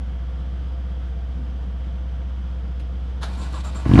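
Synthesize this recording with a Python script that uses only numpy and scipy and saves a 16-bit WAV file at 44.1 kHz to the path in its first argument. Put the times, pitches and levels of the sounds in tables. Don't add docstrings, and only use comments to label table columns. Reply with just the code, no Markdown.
import sys
import numpy as np
from scipy import signal
from scipy.fft import rfft, irfft
from scipy.io import wavfile
from scipy.ndimage import uniform_filter1d

SR = 44100
rng = np.random.default_rng(int(sys.argv[2]) if len(sys.argv) > 2 else 0)


def store_wav(level_fs):
    pcm = np.round(np.clip(np.atleast_2d(level_fs), -1, 1) * 32767)
    wavfile.write(sys.argv[1], SR, pcm.T.astype(np.int16))


N = 176400

# (time [s], rate [turns/s])
SHAFT_SPEED = [(0, 15.3), (.8, 15.9), (1.1, 15.6), (1.8, 15.56), (2.4, 15.78), (2.8, 15.5), (3.6, 16)]


def catching_engine():
    # (time [s], boom [dB], puff time constant [s], rasp [dB], crack [dB], crack frequency [Hz])
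    firings = [(3.8605, -14.5, 0.00066, -34, -48, 1500), (3.8926, -10.5, 0.00081, -26.5, -38, 1050),
               (3.913, -6, .0005, -20, -36, 2200), (3.9364, -1, 0.00046, -26, -26, 2850),
               (3.955, -5.5, 0.00047, -20.5, -24.5, 2150), (3.976, -4, 0.00085, -13, -35, 2700),
               (3.989, 1.5, 0.00042, -7, -21.5, 3600)]
    # (frequency [Hz], relative level [dB])
    exhaust = [(20, -42), (42, -4), (62, -0.5), (86, -6), (104, 1), (126, 4.5), (150, 1), (168, -2),
               (190, -14), (212, 3.5), (236, -10), (266, 9), (300, -2.5), (345, -3), (425, -18.5),
               (490, -10.5), (555, -28), (646, -16), (800, -32), (3000, -51)]
    # (frequency [Hz], relative level [dB])
    rasp_spectrum = [(150, -24.5), (300, 16), (550, 2), (800, 1), (1050, -0.5), (1350, -2.5), (1700, -3),
                     (2250, -7), (2850, -16.5), (3500, -24.5), (5000, -26), (8000, -52), (11500, -45)]
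    # (frequency [Hz], T60 [s], relative level [dB])
    tailpipe_modes = [(620, 0.072, 0), (732.5, 0.062, 1.5), (1017, 0.13, 2), (1109, 0.082, 3.5),
                      (1350, 0.046, -27), (1684, 0.083, -4), (2080, .04, -20), (2460, 0.032, -24),
                      (2900, 0.024, -2)]
    puffs, cracks = 0, 0
    gas = undb(-28) * burst(3.8535, 0.002, 0.013)
    for at, boom_db, puff_s, rasp_db, crack_db, crack_hz in firings:
        age = np.maximum(clock() - at, 0) / puff_s
        puffs += undb(boom_db) * age * np.exp(-age)
        gas += undb(rasp_db) * (burst(at, 0.001, .0038) + undb(-18) * burst(at, 0.004, .02))
        cracks += undb(crack_db) * burst(at, 0.001, 0.0024) * band(crack_hz, width_hz=780)
    rasp = body(gas * noise(), rasp_spectrum)
    tailpipe = undb(-6.5) * resonate(gas * noise(), tailpipe_modes)
    return cracks + rasp + tailpipe - body(puffs, exhaust)


def starter():
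    # (time [s], gear mesh frequency [Hz], level before load modulation [dB])
    cranking = [(3.22, 600.2, -54), (3.26, 756.7, -43), (3.34, 952.7, -41), (3.405, 1041, -49),
                (3.455, 1075, -42.5), (3.515, 998.7, -46), (3.535, 1230, -44.5), (3.57, 1012, -45),
                (3.6, 995.4, -43), (3.628, 979, -55), (3.645, 1380, -41.5), (3.67, 1261, -45.5),
                (3.70, 1210, -43.5), (3.73, 1098, -49), (3.748, 1389, -41), (3.78, 1196, -48),
                (3.805, 1090, -42), (3.84, 1069, -40.5), (4.0, 1398, -27.5)]
    # (time [s], duration [s], clutch level [dB], rasp frequency [Hz])
    releases = [(3.371, 0.12, -57.5, 7330), (3.521, 0.11, -59.5, 7600), (3.636, 0.076, -55, 7330),
                (3.742, 0.075, -53.5, 7430)]
    # (frequency [Hz], relative level [dB])
    clutch_spectrum = [(2500, -30), (4000, -11), (5500, -14), (6800, -7), (7350, 7), (7850, 0), (8200, 0),
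                       (8800, -1), (9600, -15), (11500, -28)]
    brush_spectrum = [(1000, -21), (2000, 0.5), (2900, -0.5), (3400, 3.5), (3900, 4), (4700, -6),
                      (6300, -12), (7500, -12), (9000, -11), (11500, -27)]
    gear_spectrum = [(150, -12.5), (300, 4.5), (440, -6), (600, 0), (780, 4.5), (900, 2.5), (1030, 2),
                     (1500, -4), (1680, -5.5), (2020, -8.5), (2950, -8.5), (3400, -15.5), (3860, -17),
                     (4600, -15), (5200, -18), (6400, -22), (11500, -29.5)]
    block_spectrum = [(60, -26), (130, -2), (200, -4.5), (310, -6.5), (420, -13.5), (900, -42)]
    # (frequency [Hz], T60 [s], relative level [dB])
    housing_modes = [(620, 0.1, -1), (780, .12, -1), (1024, 0.11, 2), (1071, 0.1, -5), (1160, 0.086, -3),
                     (1224, .12, -1), (1365, 0.11, -2), (1647, .08, 1.5), (3830, .03, -3)]
    load_swing_db, scrape_rise_hz_per_s, attack_share = 5, 5000, 0.29
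    t = clock()
    mesh_cycles = np.cumsum(curve(cranking) * (1 + .016 * walk(250))) / SR
    mesh_tone = undb(2 * walk(90)) * np.sin(2 * np.pi * mesh_cycles)
    chatter = body(noise(), clutch_spectrum)
    free, clutch, thumps = 0, 0, 0
    for at, length, db, hz in releases:
        swell = np.sin(np.interp((t - at) / length, [0, attack_share, 1], [0, np.pi / 2, np.pi]))
        from_middle_s = np.clip(t - at, 0, length) - length / 2
        scrape = band(hz + scrape_rise_hz_per_s * from_middle_s, width_hz=290)
        free += swell
        clutch += undb(db) * swell * (chatter + undb(3) * scrape)
        thumps += undb(-36.5) * burst(at, 0.0075, 0.021)
    running = t > cranking[0][0]
    drive = undb(curve(cranking, column=2) + load_swing_db * (free - .5)) * running
    teeth = np.diff(np.floor(mesh_cycles), prepend=0) * undb(3 * noise())
    impacts = unit(teeth * np.sign(noise()))
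    rattle = unit(impacts + noise())
    brushes = undb(-55 + 3.5 * walk(70)) * running * body(rattle, brush_spectrum)
    housing = undb(-5) * free * resonate(noise(), housing_modes)
    gears = drive * (undb(-0.5) * body(rattle, gear_spectrum) + housing)
    whine = undb(-1) * drive * free * mesh_tone
    return panels(gears + clutch) + brushes + whine + body(thumps * noise(), block_spectrum)


def solenoid():
    # (time [s], level [dB], attack [s], decay [s])
    clacks = [(3.208, -37.5, 0.018, 0.042), (3.2296, -29.5, 0.0009, 0.01)]
    # (frequency [Hz], relative level [dB])
    clack_spectrum = [(200, -17), (500, 1), (800, 5), (1020, 2), (1300, -0.5), (1700, 2.5), (2200, -13),
                      (3000, -9), (3900, -1), (5200, -13), (6600, -15.5), (8000, -19), (10300, -22),
                      (11200, -15.5), (12000, -49)]
    tick_spectrum = [(800, -17), (2500, 9), (6000, -9), (11000, -12)]
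    blows = sum(undb(db) * burst(at, attack, decay) for at, db, attack, decay in clacks)
    tick = undb(-48.5) * burst(2.795, .003, .014)
    return body(blows * noise(), clack_spectrum) + body(tick * noise(), tick_spectrum)


def panels(x):
    scatter = burst(0.00057, .001, 0.0025) * noise()
    reflections = undb(-4.5) * convolve(x, scatter)
    highpass = signal.butter(3, 910, "high", fs=SR, output="sos")
    return 0.89 * (x + signal.sosfilt(highpass, reflections))


def car_park(x):
    t, wall_delay_s = clock(), .0095
    echo = undb(-11.5) * np.interp(t - wall_delay_s, t, x)
    scatter = burst(0.012, 0.0063, 0.059) * body(noise(), [(100, -9), (2000, 13), (11000, -8.0)])
    return x + echo + undb(-18.5) * convolve(x, scatter)


def idling_engine():
    # (order [multiple of shaft rate], relative level [dB])
    orders = [(3, -26.5), (4, -1), (5, -18), (6, -29), (7, -24), (9, -24), (10, -24.5), (11, -27),
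              (12, -24), (13, -36.5), (15, -45), (17, -46.5), (20, -44), (29, -39), (32, -51.5),
              (33, -36.5)]
    turns = np.cumsum(curve(SHAFT_SPEED) * (1 + 0.0019 * walk(6.23))) / SR
    note, beat = 0, lope()
    for order, db in orders:
        waver = .025 if db > -10 else 0.18
        amplitude = 1 + waver * (walk(8.1) + 1j * walk(5.1)) / np.sqrt(2)
        if order >= 9:
            amplitude *= beat
        phase = 2 * np.pi * (order * turns + rng.random())
        note += undb(db) * np.real(amplitude * np.exp(1j * phase))
    return undb(-26) * unit(note)


def lope():
    cycle_phase = np.pi * np.cumsum(curve(SHAFT_SPEED)) / SR
    return undb(2.2 * np.cos(cycle_phase) - .9 * np.cos(cycle_phase / 2))


def fan():
    gain = undb(-51 + 2 * walk(4.6))
    blade_hz = 161 * (1 + 0.0041 * walk(3.4))
    return gain * np.sin(2 * np.pi * np.cumsum(blade_hz) / SR)


def background():
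    # (frequency [Hz], relative level [dB])
    rush_spectrum = [(20, -11), (45, -4), (90, -18.5), (125, -6), (165, -2), (205, -5.5), (240, -8.5),
                     (320, -6.5), (405, -18.5), (460, -9.5), (580, -19.5), (860, -19.5), (1400, -18.5),
                     (2050, -24.5), (2700, -27.5), (3170, -24), (4100, -33), (5000, -36), (5900, -39),
                     (7500, -45), (11500, -53)]
    # (frequency [Hz], bandwidth [Hz], level [dB])
    whistle_bands = [(3153, 440, -64.5), (4900, 340, -76), (5870, 300, -79.5)]
    # (time [s], level [dB])
    rumble_levels = [(0, -47), (1.15, -57.5), (1.4, -43.5), (1.7, -44.5), (1.95, -53), (4.0, -49)]
    # (frequency [Hz], relative level [dB])
    rumble_spectrum = [(60, -38), (130, -9.5), (180, 3), (240, 3.5), (290, -7.5), (350, -10.5), (450, -21),
                       (1000, -55.5)]
    # (frequency [Hz], T60 [s], relative level [dB])
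    bay_modes = [(516, 0.11, -3), (681, 0.087, -2.5), (765, 0.079, -6.5), (930, 0.058, -6),
                 (1166, 0.052, -8.5), (1400, 0.026, -7.5)]
    rush = undb(-45.5 + .5 * walk(25)) * body(noise(), rush_spectrum)
    whistles = 0
    for hz, width_hz, db in whistle_bands:
        gain = undb(db + 1.2 * walk(10.02))
        whistles += gain * band(hz * (1 + .012 * walk(10)), width_hz)
    rumble = undb(curve(rumble_levels)) * lope() * body(noise(), rumble_spectrum)
    bay = undb(-52.5) * resonate(noise(), bay_modes)
    return rush + whistles + rumble + bay


def body(x, spectrum, size=8192):
    hz, db = np.array(spectrum).T
    bin_hz = np.fft.rfftfreq(size, 1 / SR)
    log_gain = np.log(undb(np.interp(np.log(bin_hz + 1), np.log(hz), db)))
    cepstrum = irfft(log_gain)
    cepstrum[1:size // 2] *= 2
    cepstrum[size // 2 + 1:] = 0
    return convolve(x, irfft(np.exp(rfft(cepstrum))))


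def resonate(x, modes):
    t = clock()[:SR // 2]
    response = sum((-1) ** k * undb(db - 60 * t / t60) * np.sin(2 * np.pi * hz * t)
                   for k, (hz, t60, db) in enumerate(modes))
    return convolve(x, response)


def convolve(x, response):
    return signal.fftconvolve(x, response / np.linalg.norm(response))[:N]


def band(hz, width_hz):
    lowpass = signal.butter(2, width_hz / 2, fs=SR, output="sos")
    envelope = signal.sosfilt(lowpass, noise() + 1j * noise())
    carrier = np.exp(2j * np.pi * np.cumsum(hz * np.ones(N)) / SR)
    return unit(np.real(envelope * carrier))


def burst(start_s, attack_s, decay_s):
    age = clock() - start_s
    return np.clip(age / attack_s, 0, 1) * np.exp(-np.maximum(age - attack_s, 0) / decay_s)


def walk(rate_hz):
    hold = int(SR / rate_hz)
    steps = np.repeat(rng.standard_normal(N // hold + 1), hold)
    return unit(uniform_filter1d(uniform_filter1d(steps, hold), hold)[:N])


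def curve(table, column=1):
    rows = np.array(table)
    return np.interp(clock(), rows[:, 0], rows[:, column])


def noise():
    return rng.standard_normal(N)


def clock():
    return np.arange(N) / SR


def unit(x):
    return x / np.sqrt(np.mean(x ** 2))


def undb(db):
    return 10 ** (np.asarray(db) / 20)


def scene():
    coupe = car_park(solenoid() + starter() + catching_engine())
    return (coupe + idling_engine() + fan() + background())[None]


def record(dry):
    ceiling, cutoff_hz = 1.1, 11700
    rounded = dry / (1 + (dry / ceiling) ** 6) ** (1 / 6)
    return signal.sosfilt(signal.ellip(8, .2, 70, cutoff_hz, fs=SR, output="sos"), rounded)


dry = scene()
out = record(dry)
store_wav(out)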